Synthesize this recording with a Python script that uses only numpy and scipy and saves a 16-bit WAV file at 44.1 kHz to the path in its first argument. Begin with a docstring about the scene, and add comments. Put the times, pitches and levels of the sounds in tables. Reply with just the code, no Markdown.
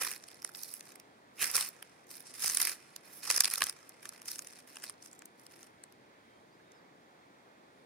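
"""Slow footsteps crunch over dry reeds on a riverbank, just under a hand-held stereo recorder.
Each step is a dense crowd of tiny random fractures over rubbing noise, with timed snaps of single stalks,
a dragged sole and two dull thuds; then the walker stands and the litter only creaks and ticks.
Behind it a river flows quietly, as filtered noise with one bubble, with a faint band of insect noise
and the gliding sine whistles of a distant bird."""
import sys
import numpy as np
from scipy import signal
from scipy.fft import rfft, irfft
from scipy.io import wavfile
from scipy.ndimage import uniform_filter1d

SR = 44100
rng = np.random.default_rng(int(sys.argv[2]) if len(sys.argv) > 2 else 0)


def generate_wav(signal):
    """Clip the signal to [-1, 1] and save it as 16-bit WAV at the path in sys.argv[1]."""
    frames = np.transpose(np.atleast_2d(signal))
    scaled = np.clip(frames, -1, 1) * 32767
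    pcm = np.round(scaled).astype(np.int16)
    wavfile.write(sys.argv[1], SR, pcm)


N = 346395
TIME = np.arange(N) / SR
SIDES = np.array([[1], [-1]])  # left, right
STALK_SIZE, LEAD = 2048, 192  # samples in one fracture, and those ahead of the break


def undb(db):
    """Decibels to gain."""
    return 10 ** (np.asarray(db) / 20)


def level(x, db):
    """Set the rms level."""
    return x * undb(db) / np.sqrt(np.mean(x ** 2))


def at(points, hz):
    """Read (f/Hz, value) points on a log-frequency axis."""
    f, value = np.transpose(points)
    return np.interp(np.log(hz + 1), np.log(f), value)


def smooth_twice(x, k):
    """Two running means of k samples."""
    return uniform_filter1d(uniform_filter1d(x, k), k)


def walk(rate):
    """Random levels held 1 / rate s and slewed twice; spread near 1."""
    k = int(SR / rate)
    steps = np.repeat(rng.standard_normal(N // k + 1), k)
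    return 1.5 * smooth_twice(steps, k)[:N]


def pair(mid, side, likeness):
    """Left and right with the given correlation, from two unrelated signals."""
    c = np.clip(likeness, -.99, .99)
    return np.sqrt((1 + c) / 2) * mid + np.sqrt((1 - c) / 2) * side * SIDES


def bandpass(x, order, hz, width_hz):
    """Keep a band of the given width centred on hz."""
    edges = [hz - width_hz / 2, hz + width_hz / 2]
    return signal.sosfilt(signal.butter(order, edges, "band", fs=SR, output="sos"), x)


def tread():
    """Fine, thick, brittle and rubbing dB: each press loads, holds, lifts, and leaves the litter settling."""
    # a foot bears down on the litter, heel and sole in a step, lightly in a brush or a shift of weight:
    # t/s at full load, hold/s, crackle level/dB, easing during the hold/(dB per s),
    # thick stalks against fine fibres/dB, brittle top/dB, rubbing against breaking/dB
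    presses = [(0.019, 0.14, -33, 113, -6, 5.5, -3.5), (0.226, 0.17, -56.5, 43, -7, -6, -17),
               (0.46, 0.045, -55.5, 60, -12, 0, -18), (0.559, .22, -48.5, 10.5, -16.5, 8, -4),
               (0.84, 0.085, -59, -4, -6.5, 2, -13), (1.422, 0.1, -31, 126, -6.5, 4.5, 3),
               (1.551, 0.114, -30, 98.5, -9, 4, 3), (2.105, 0.097, -49.5, 11, -13, 5.5, -9),
               (2.26, 0.2, -53, 11, -11, -11, 2), (2.353, 0.064, -48.5, 1, -9, 4, 7),
               (2.426, 0.25, -32.5, 41, -13.5, 4, -2), (2.601, 0.12, -33.5, 61, -7.5, 5, 0),
               (3.053, 0.08, -59, 3, -6, 7, 7), (3.137, 0.057, -52, -4, -13.5, 11.5, 13),
               (3.242, 0.074, -41, -2, -7.5, 1, -7), (3.306, 0.062, -32, 80, -10, -2.5, -11.5),
               (3.404, 0.0041, -35.5, 62, -9, -6.5, -6), (3.441, 0.035, -38, 63, -5.5, -1, -12),
               (3.515, 0.172, -40, 19, -7.5, 1, -19), (4.035, 0.032, -53.5, 30, -4.5, 1, 4),
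               (4.131, 0.13, -56.5, 104, -2, 1, -24), (4.278, 0.15, -41, 79, -13, 4, -3),
               (4.469, 0.13, -56.5, 2, -7, -2, -4), (4.678, 0.15, -58, 22, -6, 3, -4),
               (4.829, 0.068, -47, 85, -9.5, -4, -13), (5.026, 0.14, -54.5, 92, -16, 0, -20),
               (5.394, 0.043, -63, 4, -16, 5, -18), (5.515, 0.15, -60.5, 13.5, -5, 3, -29)]
    load_db_per_s, lift_db_per_s = 561, 412.5  # how fast the crackle comes and goes with the weight
    # crushed litter goes on settling after the foot lifts
    settle_db, settle_db_per_s = -21, 30.5
    settled_colour_db = np.array([-1, -6, 6])  # thick, brittle, rubbing: it rubs more than it breaks
    power, colour = 1e-18, 1e-18
    for s, hold_s, db, ease_db_per_s, *colour_db in presses:
        before = np.maximum(s - TIME, 0)
        after = np.maximum(TIME - s - hold_s, 0)
        held_db = db - load_db_per_s * before - ease_db_per_s * np.clip(TIME - s, 0, hold_s)
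        crush = undb(held_db - lift_db_per_s * after) ** 2
        settle = undb(held_db + settle_db - settle_db_per_s * after) ** 2
        power = power + crush + settle
        # the louder of overlapping presses sets the colour
        colour = colour + np.outer(colour_db, crush) + np.outer(settled_colour_db, settle)
    fine = 10 * np.log10(power)
    thick, brittle, rubbing = colour / power
    return fine, fine + thick, brittle, rubbing


def crunch(rate=800, crowding=.3, top_db=0.5, fine_db=0, thick_db=0, size_db=4.5, rub_db=0.5,
           patchy_db=4.5, count=10):
    """Many small fractures, denser under more weight, over the rub of dry leaves."""
    hold_s, bunching_db = .024, 2.5
    brittle_hz = 10660  # the brittle top of dry fibres lies above this pitch
    fine, thick, brittle, rubbing = tread()
    # one fracture overloads its neighbours, so they come in bunches
    per_second = rate * undb(crowding * (fine + 42.5) + bunching_db * walk(160))
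    chance = per_second / count / SR  # per sample, for each kind of fibre
    rub_size = undb(rubbing + rub_db) * np.sqrt(chance)
    body, crackle = 0, 0
    for tick_hz in np.linspace(4800, 11000, count):
        breaks = rng.random(N) < chance
        sizes = undb(size_db * np.minimum(rng.exponential(size=N), 4))
        rub = rub_size * rng.standard_normal(N)
        low, middle, top = stalk(break_s=0.00009, ring_db=-14, tick_hz=tick_hz)
        # the load passes from one kind of fibre to another
        force = ((breaks * sizes + rub) * undb(patchy_db * walk(45)))[None]
        # thin fibres tick high, thick ones crack lower and with more body
        thin = tick_hz / 7500
        upper = middle / thin + undb(top_db) * thin * top
        body = body + signal.oaconvolve(force, low / thin, axes=1)[:, LEAD:LEAD + N]
        crackle = crackle + signal.oaconvolve(force, upper, axes=1)[:, LEAD:LEAD + N]
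    highpass = signal.butter(4, brittle_hz, "high", fs=SR, output="sos")
    crackle = crackle + (undb(brittle) - 1) * signal.sosfiltfilt(highpass, crackle)

    def driven(x, db):
        """The foot sets how much energy the fractures release."""
        power = smooth_twice(np.mean(x ** 2, axis=0), int(hold_s * SR))
        return x * undb(db) / np.sqrt(np.abs(power) + 1e-12)
    return driven(body, thick + thick_db) + driven(crackle, fine + fine_db)


def snaps(gain_db=-1, pan_spread_db=1.0, early_s=0.0001, woodiness=0.55, thin_db=-7,
          full_split_s=0.0041, split_growth=.3):
    """Single stalks give way, each at its own place under the foot."""
    # the loudest single stalks breaking: t/s, crack level/dB (energy taken over window_s, before gain_db),
    # woody body against the crack/dB, top against middle/dB, tick f/Hz
    breaking = [(0.0686, -42.5, 6, 11, 11200), (0.1076, -42, -9, 1, 5050), (0.115, -35, -7, 12, 9600),
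                (0.1788, -54, -13, 7, 8270), (0.2386, -48, -12, -8, 6100), (0.2856, -48, -13, 1, 4500),
                (0.315, -53, -8, -3, 5370), (0.3438, -54, -11, 0, 13000), (0.4204, -47, -12, -2, 5240),
                (0.4272, -50, -8, 0, 5500), (0.447, -31.5, -10.5, 5.5, 9400), (0.476, -50, -14, 7, 10570),
                (0.492, -53.5, 3.5, 9, 6100), (0.549, -42.5, -10, -11, 4080), (0.634, -35, -29, 4.5, 13300),
                (0.7391, -36, -20.5, 23, 9400), (0.8076, -44, -8.5, 0, 9500), (0.891, -54, -7, 2, 4400),
                (0.957, -48, -8, 11, 11900), (0.999, -49.5, -8.5, 2, 5500), (1.4157, -31.5, -9, 15, 10400),
                (1.4272, -29, -9, 8, 10300), (1.4424, -29, -7.5, 2, 5500), (1.4567, -34.5, -12, 5, 4600),
                (1.514, -34, -28, 15, 14100), (1.555, -25, -22, 3, 5300), (1.561, -28, -24, 14, 10000),
                (1.566, -22.5, -21, 6, 9650), (1.579, -34.5, 0.5, 5, 5100), (1.61, -28.5, -14, 1, 8800),
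                (1.689, -37.5, -28, 17, 14600), (1.826, -43.5, -1.5, 10, 10400),
                (2.426, -36.5, -10, 7, 5640), (2.4442, -33, -4, 4, 5200), (2.46, -28, -15, 3, 9550),
                (2.4791, -27.5, -19, 3, 5200), (2.4985, -28.5, -10.5, -1, 6400),
                (2.549, -26.5, -24, 10, 8750), (2.572, -22.5, -15, 4.5, 9900), (2.6155, -23, -31, 7, 13100),
                (2.6199, -30, -11, 2, 9500), (2.6274, -26, -26, 11, 9200), (2.652, -28, -37, 10, 11900),
                (2.6716, -28, -5.5, 17, 5130), (2.6783, -33, -5.5, 7, 5500), (2.695, -32, -9.5, 5, 9700),
                (2.9626, -39.5, -13, -0.5, 6560), (3.3029, -22.5, -6.5, 0, 9900),
                (3.3118, -23, -12.5, 3, 9600), (3.363, -24, -22, -1, 5500), (3.3759, -27, -17, 4, 10570),
                (3.3793, -25.5, -10, -8, 5340), (3.4064, -15.5, -16, 3, 11000),
                (3.4374, -28.5, -15, -5, 4510), (3.445, -24.5, -24, 0, 10400),
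                (3.455, -24, -12.5, -1, 9700), (3.4793, -37.5, -3, 0, 5050), (3.501, -34.5, -22, 6, 9700),
                (3.5122, -35, -15, 6, 9650), (3.538, -26, -12, 10, 11300), (3.5569, -31.5, -13.5, 2, 10100),
                (3.582, -32.5, -22, 6, 9400), (3.6076, -34, -5, 11, 9600), (3.6198, -27, 4.5, 0, 4500),
                (3.6303, -34.5, -6.5, -1, 4600), (3.6397, -27, -18, 3, 6400),
                (3.668, -34.5, -7.5, 13, 9650), (3.696, -30.5, -13, 0.5, 9200),
                (3.8934, -45.5, -29, 12, 13700), (4.0545, -43.5, 0, 3, 10500),
                (4.0917, -37.5, -20, 5.5, 11200), (4.218, -46.5, -10, 5.5, 10900),
                (4.2886, -38.5, -16, -5, 5300), (4.3157, -36.5, -32, 1, 5500),
                (4.392, -36.5, -10.5, -3, 7240), (4.447, -50, -9, 1, 14200), (4.4717, -43, -13, 7, 10100),
                (4.7576, -47.5, -7, 10, 7800), (4.769, -44, -2, 2, 10500), (4.8398, -40, -2.5, 2, 5600),
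                (4.8972, -37, -12.5, 11.5, 9400), (5.0602, -49, -13, 1, 8160), (5.1303, -50.5, -9, 6, 7700),
                (5.1915, -51, -23, 6, 7300), (5.2208, -54, 2.5, -3, 4500), (5.2566, -46, -25, 13, 8320),
                (5.466, -49, -13, 0, 5200), (5.63, -50, -11, -3, 8300), (5.838, -46, -11, 8, 8300),
                (5.924, -57.5, -7, 4, 13600), (6.7193, -59, -17, -4, 6480)]
    window_s = .005
    out = np.zeros((2, N + STALK_SIZE))
    for s, db, body_db, bright_db, tick_hz in breaking:
        middle, top = np.array([1, undb(bright_db)]) / np.hypot(1, undb(bright_db))
        # the more its body outweighs its crack, the thicker the stalk
        knock_db = woodiness * max(body_db - thin_db, 0)
        # a louder break splinters for longer; a thick stalk breaks clean
        split_s = full_split_s * undb(split_growth * db - 2 * knock_db)
        bands = stalk(break_s=0.00073, ring_db=-10 - knock_db, tick_hz=tick_hz, split_s=split_s,
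                      knock_db=knock_db, tick_db=9, tear_db=-8.5, own_db=4.0)
        crack = undb(db) * np.tensordot([undb(body_db), middle, top], bands, axes=1)
        place = undb(SIDES * pan_spread_db * rng.standard_normal() / 2)
        start = max(int((s - early_s - split_s / 2) * SR) - LEAD, 0)
        out[:, start:start + STALK_SIZE] += crack * place
    return out[:, :N] * undb(gain_db) * np.sqrt(window_s * SR)


def stalk(break_s, ring_db, tick_hz, split_s=0, knock_db=0, knock_hz=700, tick_db=6, tick_width_hz=1100,
          ground_db=-28, ground_s=0.019, tear_db=-13, tear_s=0.0026, spread_s=0.00184, own_db=3.5,
          alike_hz=3600):
    """One fracture as heard left and right, split in body, middle and top bands of unit energy."""
    # colour of breaking reeds at the microphone ports: f/Hz, level/dB
    reed = [(60, -26), (120, -19), (500, -16), (720, -14), (950, -9), (1150, -5), (1550, -4.5),
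            (2420, -3.5), (3800, -8.5), (5450, 1), (7400, -6.5), (9300, -2.5), (10400, -4), (12500, -12),
            (14000, -8.5), (16000, -21)]
    # their stereo balance: f/Hz, left minus right/dB
    reed_balance = [(550, 1.5), (1200, -3), (1650, -6), (2500, -2), (3700, 9.5), (5200, -1), (6800, 4.5),
                    (8300, -0.5), (9800, -7.5), (13500, -5), (15500, 3.5)]
    # edges between body, middle and top: f/Hz
    band_edges = (3300, 7500)
    ring_s, likeness = .0022, .85
    t = (np.arange(STALK_SIZE) - LEAD) / SR
    hz = np.arange(STALK_SIZE // 2 + 1) * SR / STALK_SIZE
    # fibres start to tear; the split runs along the stalk and stops
    tear = undb(tear_db) * np.exp(-abs(t) / tear_s)
    split = np.exp(-np.maximum(t - split_s, 0) / break_s)
    # the hollow stalk rings briefly and the ground scatters it
    ring = undb(ring_db) * np.exp(-abs(t) / ring_s)
    ground = undb(ground_db) * np.exp(-abs(t) / ground_s)
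    envelope = np.where(t < 0, tear, split + ring + ground)
    mid, side = rfft(rng.standard_normal((2, STALK_SIZE)) * envelope)
    sound = pair(mid, side, likeness / (1 + (hz / alike_hz) ** 4))
    # every stalk has one high resonance, a woody knock if it is thick, and an uneven body of its own
    tick = tick_db * np.exp(-((hz - tick_hz) / tick_width_hz) ** 2)
    knock = knock_db * np.exp(-np.log((hz + 1) / knock_hz) ** 2)
    own = np.column_stack([np.geomspace(300, 16000, 22), own_db * rng.standard_normal(22)])
    colour_db = at(reed, hz) + tick + knock + at(own, hz)
    sound = sound * undb(colour_db + SIDES * at(reed_balance, hz) / 2)
    # bending waves are dispersive: the top arrives first, the body a millisecond or two later
    delay = spread_s * rng.uniform(.6, 1.375) * np.exp(-hz / 5500)
    sound = sound * np.exp(-2j * np.pi * np.cumsum(delay) * hz[1])
    low, below_top = (1 / (1 + (hz / edge) ** 12) for edge in band_edges)
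    bands = irfft(np.array([low, below_top - low, 1 - below_top])[:, None] * sound)
    return bands / np.sqrt(np.sum(bands ** 2, axis=(1, 2), keepdims=True) / 2)


def rasp(start_s=1.375, length_s=0.092, hz=2500, width_hz=350, db=-43):
    """A sole drags along a hollow stalk: a narrow band of noise around one pitch, swelling and fading."""
    u = np.clip((TIME - start_s) / length_s, 0, 1)
    # db is the rms level at the height of the swell
    return level(bandpass(rng.standard_normal(N), 1, hz, width_hz), db) * np.sin(np.pi * u)


def thuds(hz=74, rise_s=0.01):
    """The soft ground takes the weight with a single dull bounce."""
    # the sole meeting the ground: t/s, peak level of the envelope/dB
    landings = [(2.447, -64), (3.62, -58)]
    out = np.zeros(N)
    for s, db in landings:
        t = np.maximum(TIME - s, 0)
        envelope = t / rise_s * np.exp(1 - t / rise_s)
        out += undb(db) * envelope * np.sin(2 * np.pi * hz * t)
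    return out


def river(swell_db=-0.07, ripple_db=0.83, lag_s=0.00041, river_db=-60.5):
    """Running water off to the left: octave bands swell together and ripple alone."""
    # colour of flowing water: f/Hz, level/dB
    water = [(18, -89), (30, -34.5), (70, -17), (118, -6.5), (328, -1), (866, -5.5), (1350, -8.5),
             (2120, -10.5), (2980, -21), (3220, -16.5), (5590, -23.5), (8300, -28.5), (10500, -33.5),
             (13700, -35), (16000, -35)]
    # its stereo balance: f/Hz, left minus right/dB
    water_balance = [(200, 0.0), (380, 1.5), (700, -0.5), (1290, -2.5), (2380, -3.5), (4400, 3.5),
                     (8120, -2.5), (15000, -1)]
    # likeness of the two channels: f/Hz, correlation
    water_likeness = [(150, .92), (300, 1), (700, 0.049), (1250, 0.63), (2100, 0.65), (4500, 0.041),
                      (15000, 0.08)]
    hz = np.arange(N // 2 + 1) * SR / N
    mid, side = rfft(rng.standard_normal((2, N)))
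    flow = pair(mid, side, at(water_likeness, hz))
    flow = flow * undb(at(water, hz) + SIDES * at(water_balance, hz) / 2)
    # it reaches the left port first
    flow = flow * np.exp(1j * np.pi * hz * lag_s * SIDES)
    rest, swell, out = irfft(flow, N), walk(3.8), 0
    for edge in 200 * 2 ** np.arange(5):
        band = signal.sosfiltfilt(signal.butter(2, edge, fs=SR, output="sos"), rest)
        out = out + band * undb(swell_db * swell + ripple_db * walk(16))
        rest = rest - band
    return level(out + rest, river_db)  # the top above the last edge stays steady


def plip(s=6.598, hz=1550, glide_per_s=10, decay_s=0.012, db=-60):
    """One bubble in the river rings briefly and rises in pitch."""
    t = np.maximum(TIME - s, 0)
    return undb(db) * np.exp(-t / decay_s) * np.sin(2 * np.pi * hz * t * (1 + glide_per_s * t / 2))


def insects(waver_db=2):
    """A thin buzz from the far bushes: a band of noise that wavers slightly in level."""
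    # the buzz: f/Hz, width/Hz, level before the waver/dB
    buzzes = [(9550, 920, -86.5)]
    out = 0
    for hz, width_hz, db in buzzes:
        buzz = level(bandpass(rng.standard_normal((2, N)), 2, hz, width_hz), db)
        out = out + buzz * undb(waver_db * walk(5.46))
    return out


def bird(waver=0.002, flutter_db=3.5):
    """A few whistles from far away: sines that glide and waver in pitch and flutter in level."""
    # t/s, length/s, start f/Hz, middle f/Hz, end f/Hz, rms level at the height before the flutter/dB
    whistles = [(6.22, 0.21, 3160, 3150, 3160, -80), (6.498, 0.07, 4100, 4850, 5250, -79.5),
                (6.6, 0.2, 3710, 3700, 3680, -85.5), (6.712, 0.1, 5400, 5100, 4450, -79),
                (7.195, .06, 4390, 4290, 4180, -78)]
    out, wobble = np.zeros(N), 1 + waver * walk(150)
    for s, length_s, *pitch_hz, db in whistles:
        u = np.clip((TIME - s) / length_s, 0, 1)
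        hz = np.polyval(np.polyfit([0, .5, 1], pitch_hz, 2), u) * wobble
        tone = np.sqrt(2) * np.sin(2 * np.pi * np.cumsum(hz) / SR)
        out += undb(db) * np.sin(np.pi * u) * tone
    return out * undb(flutter_db * walk(50))


def scene():
    """Reeds underfoot in front of the river."""
    # where the feet are heard, first to the right, then ahead: t/s, left minus right/dB
    bearing = [(0, -1.5), (3.3, -0.5), (4.5, 0.5)]
    pan = undb(SIDES * np.interp(TIME, *np.transpose(bearing)) / 2)
    feet = (snaps() + crunch() + rasp()) * pan + thuds()
    return feet + river() + plip() + insects() + bird()


def record(dry, top_hz=15850):
    """The recorder cuts the top with a steep low-pass."""
    return signal.sosfilt(signal.ellip(10, .2, 70, top_hz, fs=SR, output="sos"), dry)


dry = scene()
out = record(dry)
generate_wav(out)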